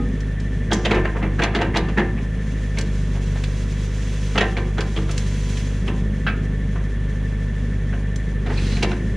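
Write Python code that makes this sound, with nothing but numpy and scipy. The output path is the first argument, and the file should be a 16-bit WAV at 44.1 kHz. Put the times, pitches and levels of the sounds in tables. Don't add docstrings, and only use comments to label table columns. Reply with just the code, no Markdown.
import sys
import numpy as np
from scipy import signal
from scipy.fft import rfft, irfft, next_fast_len
from scipy.io import wavfile
from scipy.ndimage import uniform_filter1d

SR = 44100
rng = np.random.default_rng(int(sys.argv[2]) if len(sys.argv) > 2 else 0)


def log_audio(samples):
    frames = np.atleast_2d(samples).T
    limited = np.clip(frames, -1, 1)
    pcm = np.round(limited * 32767).astype(np.int16)
    wavfile.write(sys.argv[1], SR, pcm)


N = 403956
TIME = np.arange(N) / SR
LEAK_DB = -54.5


def from_db(db):
    return np.exp(np.asarray(db) * np.log(10) / 20)


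def rms_one(x):
    return x / np.sqrt(np.mean(x ** 2) + 1e-20)


def in_time(rows):
    s, level = np.transpose(rows)
    return np.interp(TIME, s, level)


def colour(x, outline):
    hz, db = np.transpose(outline)
    size = next_fast_len(N + 4096)
    f = np.maximum(np.fft.rfftfreq(size, 1 / SR), 1)
    skirts = np.minimum(f / hz[0], 1) ** 2 * np.minimum(hz[-1] / f, 1) ** 2
    gain = from_db(np.interp(np.log(f), np.log(hz), db)) * skirts
    return irfft(rfft(x, size) * gain, size)[:N]


def noise(outline):
    return rms_one(colour(rng.standard_normal(N), outline))


def drift(rate_hz):
    knots = rng.standard_normal(2 ** 15)
    return np.interp(TIME * rate_hz, np.arange(len(knots)), knots)


def resonance(x, hz, width_hz):
    r = np.exp(-np.pi * width_hz / SR)
    zeros = np.array([1, 0, -1]) * (1 - r * r) / 2
    poles = [1, -2 * r * np.cos(2 * np.pi * hz / SR), r * r]
    return signal.lfilter(zeros, poles, x + 1e-18)


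def double_resonance(x, hz, width_hz):
    return rms_one(resonance(resonance(x, hz, width_hz), hz, width_hz))


def bursts(times_s, levels_db, t60s, rise_s):
    power = np.zeros(N + SR)
    age = np.arange(SR) / SR
    for s, db, t60 in np.broadcast(times_s, levels_db, t60s):
        at = max(int(s * SR), 0)
        decay = from_db(db - 60 * age / max(t60, 1e-3))
        power[at:at + SR] += (decay * (1 - np.exp(-age / rise_s))) ** 2
    return np.sqrt(power[:N])


def swell(start_s, length_s):
    return np.sin(np.pi * np.clip((TIME - start_s) / length_s, 0, 1))


def throb(turns, depth, offset):
    return rms_one(np.exp(depth * np.cos(2 * np.pi * (turns - offset))))


def firing_rate():
    # (time [s], firing rate [Hz])
    course = [(0, 51.3), (.64, 50.6), (.81, 52.7), (1, 51.4), (2.46, 51.9), (3.2, 49.0), (3.87, 50.8),
              (4.35, 50.4), (4.43, 51.5), (5.3, 49.45), (6, 50.9), (6.1, 50.5), (9.16, 50.5)]
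    # (start [s], length [s], depth before smoothing [Hz])
    dips = [(.93, .15, 3.2), (1.11, .35, 2.5), (1.69, .26, 1.4), (4.54, .26, 1.5), (7.75, .29, 1.0),
            (8.43, .46, 3.1)]
    rise_per_s, rise_length_s = 1.85, .23
    hz = in_time(course)
    for s, length, depth_hz in dips:
        rise = rise_per_s * length * swell(s + length, rise_length_s)
        hz = hz + depth_hz * (rise - swell(s, length))
    return uniform_filter1d(hz, size=SR // 16)


def exhaust(firings, effort):
    # (multiple of firing rate [1], level relative to bark [dB])
    overtones = [(2, -0.5), (2.5, -15.5), (3, -2.5), (3.5, -13.5), (4, -12), (4.5, -24.5), (5, -16.5),
                 (6, -32), (7.5, -20), (8.5, -23), (9, -25), (10, -28.5), (11, -34), (12.5, -29), (15, -38),
                 (20, -33.5), (22.5, -31.5), (27.5, -52), (30, -37), (32.5, -36)]
    # (frequency [Hz], relative level [dB])
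    rumble = [(45, -4), (75, -5.5), (120, -5), (185, 0.5), (240, -3.5), (300, -14.5), (440, -14),
              (600, -26), (1000, -44)]
    # (time [s], level [dB])
    rumble_level = [(0, -24), (.3, -32.5), (.7, -27.5), (1.3, -34.5), (1.7, -25.5), (2.6, -32.5),
                    (5.5, -32), (6, -27), (7, -32), (8.3, -31), (8.8, -26)]
    drone_db, bark_db = -22.9 + 1.7 * effort, -29 + 3 * effort
    drone = from_db(drone_db) * np.sqrt(2) * np.sin(2 * np.pi * firings)
    bark = 0
    for multiple, db in overtones:
        order = np.round(2 * multiple) / 2
        tone = np.sin(2 * np.pi * (order * firings + rng.random()))
        bark = bark + from_db(db + 0.37 * drift(9)) * tone
    puffs = noise(rumble) * throb(firings, depth=0.33, offset=0.14)
    return drone + from_db(bark_db) * np.sqrt(2) * bark + from_db(in_time(rumble_level)) * puffs


def block(firings, hiss_db, repeat_db=-1.5):
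    # (frequency [Hz], relative level [dB])
    clatter = [(300, 8.5), (500, 11), (800, 3), (1200, 3.5), (1900, 9), (2600, -0.5), (3500, -2),
               (4800, -22), (6300, -21), (8300, -23), (9700, -14.5), (14000, -64)]
    clatter_db = -44.5 + 0.1 * (hiss_db - LEAK_DB)
    cycle = rng.standard_normal(3500)
    repeating = rms_one(np.interp(firings / 4 % 1, np.linspace(0, 1, len(cycle)), cycle))
    rattle = from_db(repeat_db) * repeating + rng.standard_normal(N)
    rattle = rattle * throb(2 * firings, depth=0.27, offset=0.25)
    return from_db(clatter_db) * rms_one(colour(rattle, clatter))


def gears(firings, firing_hz, mesh_db=-0.5):
    # (time [s], level before the mesh_db trim [dB])
    whine_level = [(0, -45.5), (.55, -44.5), (2.85, -45.5), (3.05, -52), (5.3, -53.5), (6.5, -46),
                   (8.3, -45), (8.7, -50), (9, -43)]
    casing_hz, casing_width_hz = 1775, 41
    mesh = 0
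    for order in range(32, 39):
        detuning = (order * firing_hz - casing_hz) / (casing_width_hz / 2)
        mesh = mesh + np.sqrt(2 / (1 + detuning ** 4)) * np.sin(2 * np.pi * order * firings)
    casing = .55 * double_resonance(rng.standard_normal(N), 1870, 380)
    swing = rms_one(1 + .65 * np.cos(2 * np.pi * (firings / 4 - .9)))
    return from_db(in_time(whine_level) + mesh_db) * swing * (mesh + casing)


def valves():
    # (opens [s], closes [s], hiss before pressure builds [dB])
    strokes = [(2.38, 4.38, -51), (4.727, 5.052, -49), (5.058, 5.62, -44), (8.55, 8.82, -46.5)]
    open_s, close_s, pressure_db_per_s = 0.049, 0.22, 3.5
    power = from_db(LEAK_DB) ** 2
    for opens, closes, db in strokes:
        held = np.clip(TIME - opens, 0, closes - opens)
        shut = np.maximum(TIME - closes, 0)
        flow = (1 - np.exp(-held / open_s)) * np.exp(-shut / close_s)
        power = power + (from_db(db + pressure_db_per_s * held) * flow) ** 2
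    return 10 * np.log10(power)


def hydraulics(hiss_db):
    # (frequency [Hz], relative level [dB])
    oil = [(900, -10), (2000, 5.5), (3300, 5), (4800, 0), (6400, 3.5), (8300, -6.5), (10000, -9),
           (12000, -24.5), (14000, -24), (16000, -44)]
    return from_db(hiss_db + 1.8 * drift(40)) * noise(oil)


def pump(firings, hiss_db):
    # (multiple of firing rate [1], level relative to hiss [dB])
    piston_tones = [(10, -5), (20, -9)]
    out = 0
    for order, db in piston_tones:
        tone = np.sin(2 * np.pi * np.round(order) * firings)
        out = out + from_db(hiss_db + db + 1.5 * drift(4.5)) * tone
    return out


def arm_hum():
    # (frequency [Hz], level at the start [dB], t60 [s])
    hum_modes = [(261, -22.5, 1.0), (481.3, -33, .6), (815, -37.5, 0.18), (1248, -37, 0.24)]
    out = 0
    for hz, db, t60 in hum_modes:
        out = out + from_db(db - 60 * np.minimum(TIME / t60, 3)) * np.sin(2 * np.pi * hz * TIME)
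    return out


def twigs():
    # (time [s], burst level [dB], pitch [Hz])
    snaps = [(0.204, -39, 5900), (.399, -36, 5170), (.729, -17, 5700), (1.435, -18.5, 3750),
             (1.768, -16, 4130), (2.785, -24.5, 6400), (2.81, -29.5, 6090), (3.437, -25, 3430),
             (4.806, -23, 3730), (5.110, -25.5, 6560), (5.177, -22, 5870), (5.57, -30.5, 3500),
             (8.159, -33, 6350), (8.827, -14, 3640), (8.890, -39, 3570)]
    ticks_per_s, tick_db, tick_spread_db = 2.6, -51, 0.5
    fibres = noise([(1500, 18.0), (3000, 12.5), (7000, 4.5), (10500, -4.5), (15000, -24)])
    fibres = fibres * from_db(3.5 * drift(900))
    out = bursts([0.706], -39.5, 0.68, rise_s=.008) * double_resonance(fibres, 6000, 2500)
    for s, db, hz in snaps:
        out += bursts(s, db, 0.05, rise_s=0.001) * rms_one(resonance(fibres, hz, 3600))
    times = np.cumsum(rng.exponential(1, size=64)) / ticks_per_s
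    times = times[times < TIME[-1]]
    levels_db = tick_db + tick_spread_db * rng.standard_normal(len(times))
    ticks = bursts(times, levels_db, .025, rise_s=.001)
    return out + ticks * rms_one(resonance(fibres, 7500, 3000))


def own_rings(times_s, levels_db, pitches_hz, t60_s=0.074):
    out = np.zeros(N + SR)
    age = np.arange(SR // 2) / SR
    for at, db, hz in zip((times_s * SR).astype(int), levels_db, pitches_hz):
        narrow = resonance(rng.standard_normal(len(age)), hz, 0.13 * hz)
        ring = rms_one(resonance(narrow, hz, 0.51 * hz))
        out[at:at + len(age)] += ring * from_db(db - 60 * age / t60_s) * (1 - np.exp(-age / 0.0013))
    return out[:N]


def bucket(contact_db=-2.2, ring_db=5.5, chatter_db=3.5):
    # (time [s], clang [dB], crack [dB], strongest ring [Hz]), levels before contact_db
    knocks = [(.714, -15, -25, 3200), (.728, -30, -36, 1650), (.849, -16, -16, 2930),
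              (.908, -12, -19, 2150), (.944, -18, -25.5, 2240), (.964, -16.5, -41, 846),
              (1.048, -20.5, -34, 1910), (1.157, -21, -55, 1020), (1.225, -19.5, -57, 2100),
              (1.391, -14.5, -29, 1590), (1.418, -16, -21.5, 2430), (1.436, -17.5, -22.5, 714),
              (1.548, -16, -16.5, 1660), (1.588, -20.5, -40, 1900), (1.612, -15, -22, 680),
              (1.742, -21, -27, 1940), (1.757, -13.5, -17.5, 910), (1.884, -27, -30, 1130),
              (1.973, -13, -25.5, 1760), (1.991, -19.5, -32, 770), (2.176, -29.5, -47, 2300),
              (2.772, -24.5, -30, 2300), (3.147, -31.5, -47, 740), (3.354, -31, -41, 703),
              (4.354, -19, -28, 1210), (4.376, -14, -15, 2840), (4.406, -11.5, -15, 1880),
              (4.567, -21, -25, 2200), (4.78, -19.5, -26, 1320), (4.962, -22.5, -24.5, 3100),
              (5.091, -28.5, -31.5, 1310), (5.878, -22.5, -34, 2780), (6.756, -29.5, -55, 1090),
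              (7.927, -28.5, -50, 1570), (8.462, -25.5, -33.5, 690), (8.499, -23, -42, 840),
              (8.765, -27.5, -29, 2390), (8.824, -18, -21, 2870), (8.911, -26, -28.5, 1420)]
    # (frequency [Hz], gain before ring_db [dB], t60 [s])
    steel_modes = [(203.1, 5.5, 0.2), (240, -10, 0.53), (320.4, -7, 0.28), (363, 1, 0.5), (451, -13, 0.41),
                   (488, -5.5, 0.43), (686, -3.5, 0.16), (775, -1.5, 0.42), (947, -1, 1), (1032, 1.5, 0.28),
                   (1186, -1, 0.82), (1444, -13, 0.1), (1566, -10, 0.12), (1770, 3, 0.24),
                   (2200, -32, 0.29), (2320, -12, 0.18), (2760, -10, 0.11), (2900, 0.5, 0.041),
                   (3660, -19, 0.14), (3780, -8, 0.06), (4350, -12, 0.13)]
    # (frequency [Hz], relative level [dB])
    thud_colour = [(120, -1), (200, 4), (300, 5), (460, 9), (700, -15), (1100, -10)]
    clang_colour = [(450, 7), (800, 9), (1200, 4.5), (1800, 6.5), (2700, -2.5), (3600, -14.5), (5000, -51)]
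    crack_colour = [(2200, 13.5), (3600, 12), (5000, -0.5), (6800, -2.5), (8500, -16.5), (10500, -22),
                    (12500, -63), (16000, -38)]
    thud_db, own_ring_db = -1.5, -4.5
    light_tap_db, thud_loss_per_db = -25, 3
    rebound_within_s, rebound_thud_db = .03, -4.5
    lead_s, lead_db = 0.0094, -8

    s, clang_db, crack_db, ring_hz = np.transpose(knocks)
    thud_db = clang_db + thud_db - thud_loss_per_db * np.maximum(light_tap_db - clang_db, 0)
    thud_db = thud_db + rebound_thud_db * (np.diff(s, prepend=0) < rebound_within_s)
    touches, touch_db = np.r_[s, s - lead_s], np.r_[clang_db, clang_db + lead_db]
    chatter = rms_one(from_db(chatter_db * drift(450)))
    thud = bursts(s, thud_db, .25, rise_s=0.0041) * noise(thud_colour)
    clang = bursts(touches, touch_db, 0.13, rise_s=0.0068) * noise(clang_colour) * chatter
    crack = bursts(s, crack_db, 0.087, rise_s=0.002) * noise(crack_colour) * chatter
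    contact = thud + clang + crack
    rings = 0
    for k, (hz, db, t60) in enumerate(steel_modes):
        share = from_db(db + 1.06 * drift(4.4))
        width_hz = np.log(1000) / (np.pi * t60)
        rings = rings + resonance(contact * share, hz, width_hz) * (-1) ** k
    spot_rings = own_rings(s, clang_db + own_ring_db, ring_hz)
    return from_db(contact_db) * contact + from_db(ring_db) * rings + spot_rings


def coupler(ring_db=-2.5):
    # (time [s], burst level [dB])
    clinks = [(6.265, -17.5), (6.279, -22), (6.298, -30)]
    # (frequency [Hz], relative level [dB])
    clink_colour = [(500, -13), (1100, -10), (1450, 2.5), (1900, -8), (2600, -6), (3300, -13),
                    (4300, -21.5), (7000, -41)]
    # (frequency [Hz], level relative to clink before ring_db [dB], t60 before t60_scale [s])
    coupler_modes = [(670, -18, 0.39), (750, -21, 0.65), (1251, -14, 0.36), (1586, 2, 0.16),
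                     (2224, -10, 0.14), (2570, -8, 0.17), (2930, -10, 0.1)]
    t60_scale = 0.81
    s, db = np.transpose(clinks)
    contact = bursts(s, db, 0.095, rise_s=0.0017) * noise(clink_colour)
    rings = 0
    for hz, mode_db, t60 in coupler_modes:
        tone = np.sin(2 * np.pi * (hz * TIME + rng.random()))
        rings = rings + bursts(s, db + mode_db, t60_scale * t60, rise_s=0.0022) * tone
    return contact + from_db(ring_db) * rings


def scrape(grain_db=1.0):
    # (time [s], level [dB])
    drag_level = [(8.42, -64), (8.5, -46), (8.58, -39.5), (8.7, -37.5), (8.8, -44), (8.9, -58), (9.0, -73)]
    # (frequency [Hz], relative level [dB])
    soil = [(300, -5), (900, -4), (2000, 3), (2600, 2), (4200, 1), (6500, -6.5), (10000, -17), (15000, -52)]
    # (start [s], length [s], pitch [Hz], level [dB])
    squeaks = [(8.565, 0.045, 2450, -35), (8.565, 0.027, 4050, -36), (9.2, 0.26, 2290, -42.5),
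               (8.69, .092, 4100, -42)]
    dragging = (TIME > drag_level[0][0]) & (TIME < drag_level[-1][0])
    out = dragging * from_db(in_time(drag_level) + grain_db * drift(150)) * noise(soil)
    slips = rng.standard_normal(N)
    for s, length, hz, db in squeaks:
        rasp = rms_one(resonance(resonance(slips, hz, .07 * hz), hz, .6 * hz))
        out += from_db(db) * swell(s, length) * rasp
    return out


def woods(x, t60_s=0.38, dull_hz=3200):
    age = np.arange(SR) / SR
    scatter = rng.standard_normal(SR) * from_db(-60 * age / t60_s) * (1 - np.exp(-age / 0.004))
    scatter = scatter / np.sqrt(np.sum(scatter ** 2))
    scatter = signal.sosfilt(signal.butter(2, dull_hz, fs=SR, output="sos"), scatter)
    return signal.fftconvolve(x, scatter)[:N]


def reflections(x):
    age = np.arange(SR // 12) / SR
    scatter = rng.standard_normal(len(age)) * np.exp(-age / .012) * (age > .001)
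    return signal.fftconvolve(x, scatter / np.sqrt(np.sum(scatter ** 2)))[:N]


def spread(x):
    # (frequency [Hz], gain [dB])
    bank = [(1500, -57), (2600, -11.5), (5000, -15.5), (14000, -9)]
    # (frequency [Hz], gain [dB])
    width = [(50, -64), (125, -69), (250, -60), (500, -50.5), (1000, -25.5), (2000, -12.5), (4000, -12),
             (8000, -6), (12000, -6.5)]
    mid = x + colour(reflections(x), bank)
    side = colour(reflections(x) - .25 * x, width)
    return np.array([mid + side, mid - side])


def scene():
    cruise_hz, full_effort_drop_hz = 50.5, 2.0
    firing_hz, hiss_db = firing_rate(), valves()
    effort = np.tanh((cruise_hz - firing_hz) / full_effort_drop_hz)
    firings = np.cumsum(firing_hz) / SR
    machine = exhaust(firings, effort) + block(firings, hiss_db) + gears(firings, firing_hz)
    machine = machine + hydraulics(hiss_db) + pump(firings, hiss_db)
    digging = arm_hum() + twigs() + bucket() + coupler() + scrape()
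    return spread(machine + digging + from_db(-6.5) * woods(digging))


def record(dry):
    cutoff_hz = 15700
    return signal.sosfilt(signal.ellip(10, .1, 90, cutoff_hz, fs=SR, output="sos"), dry)


dry = scene()
out = record(dry)
log_audio(out)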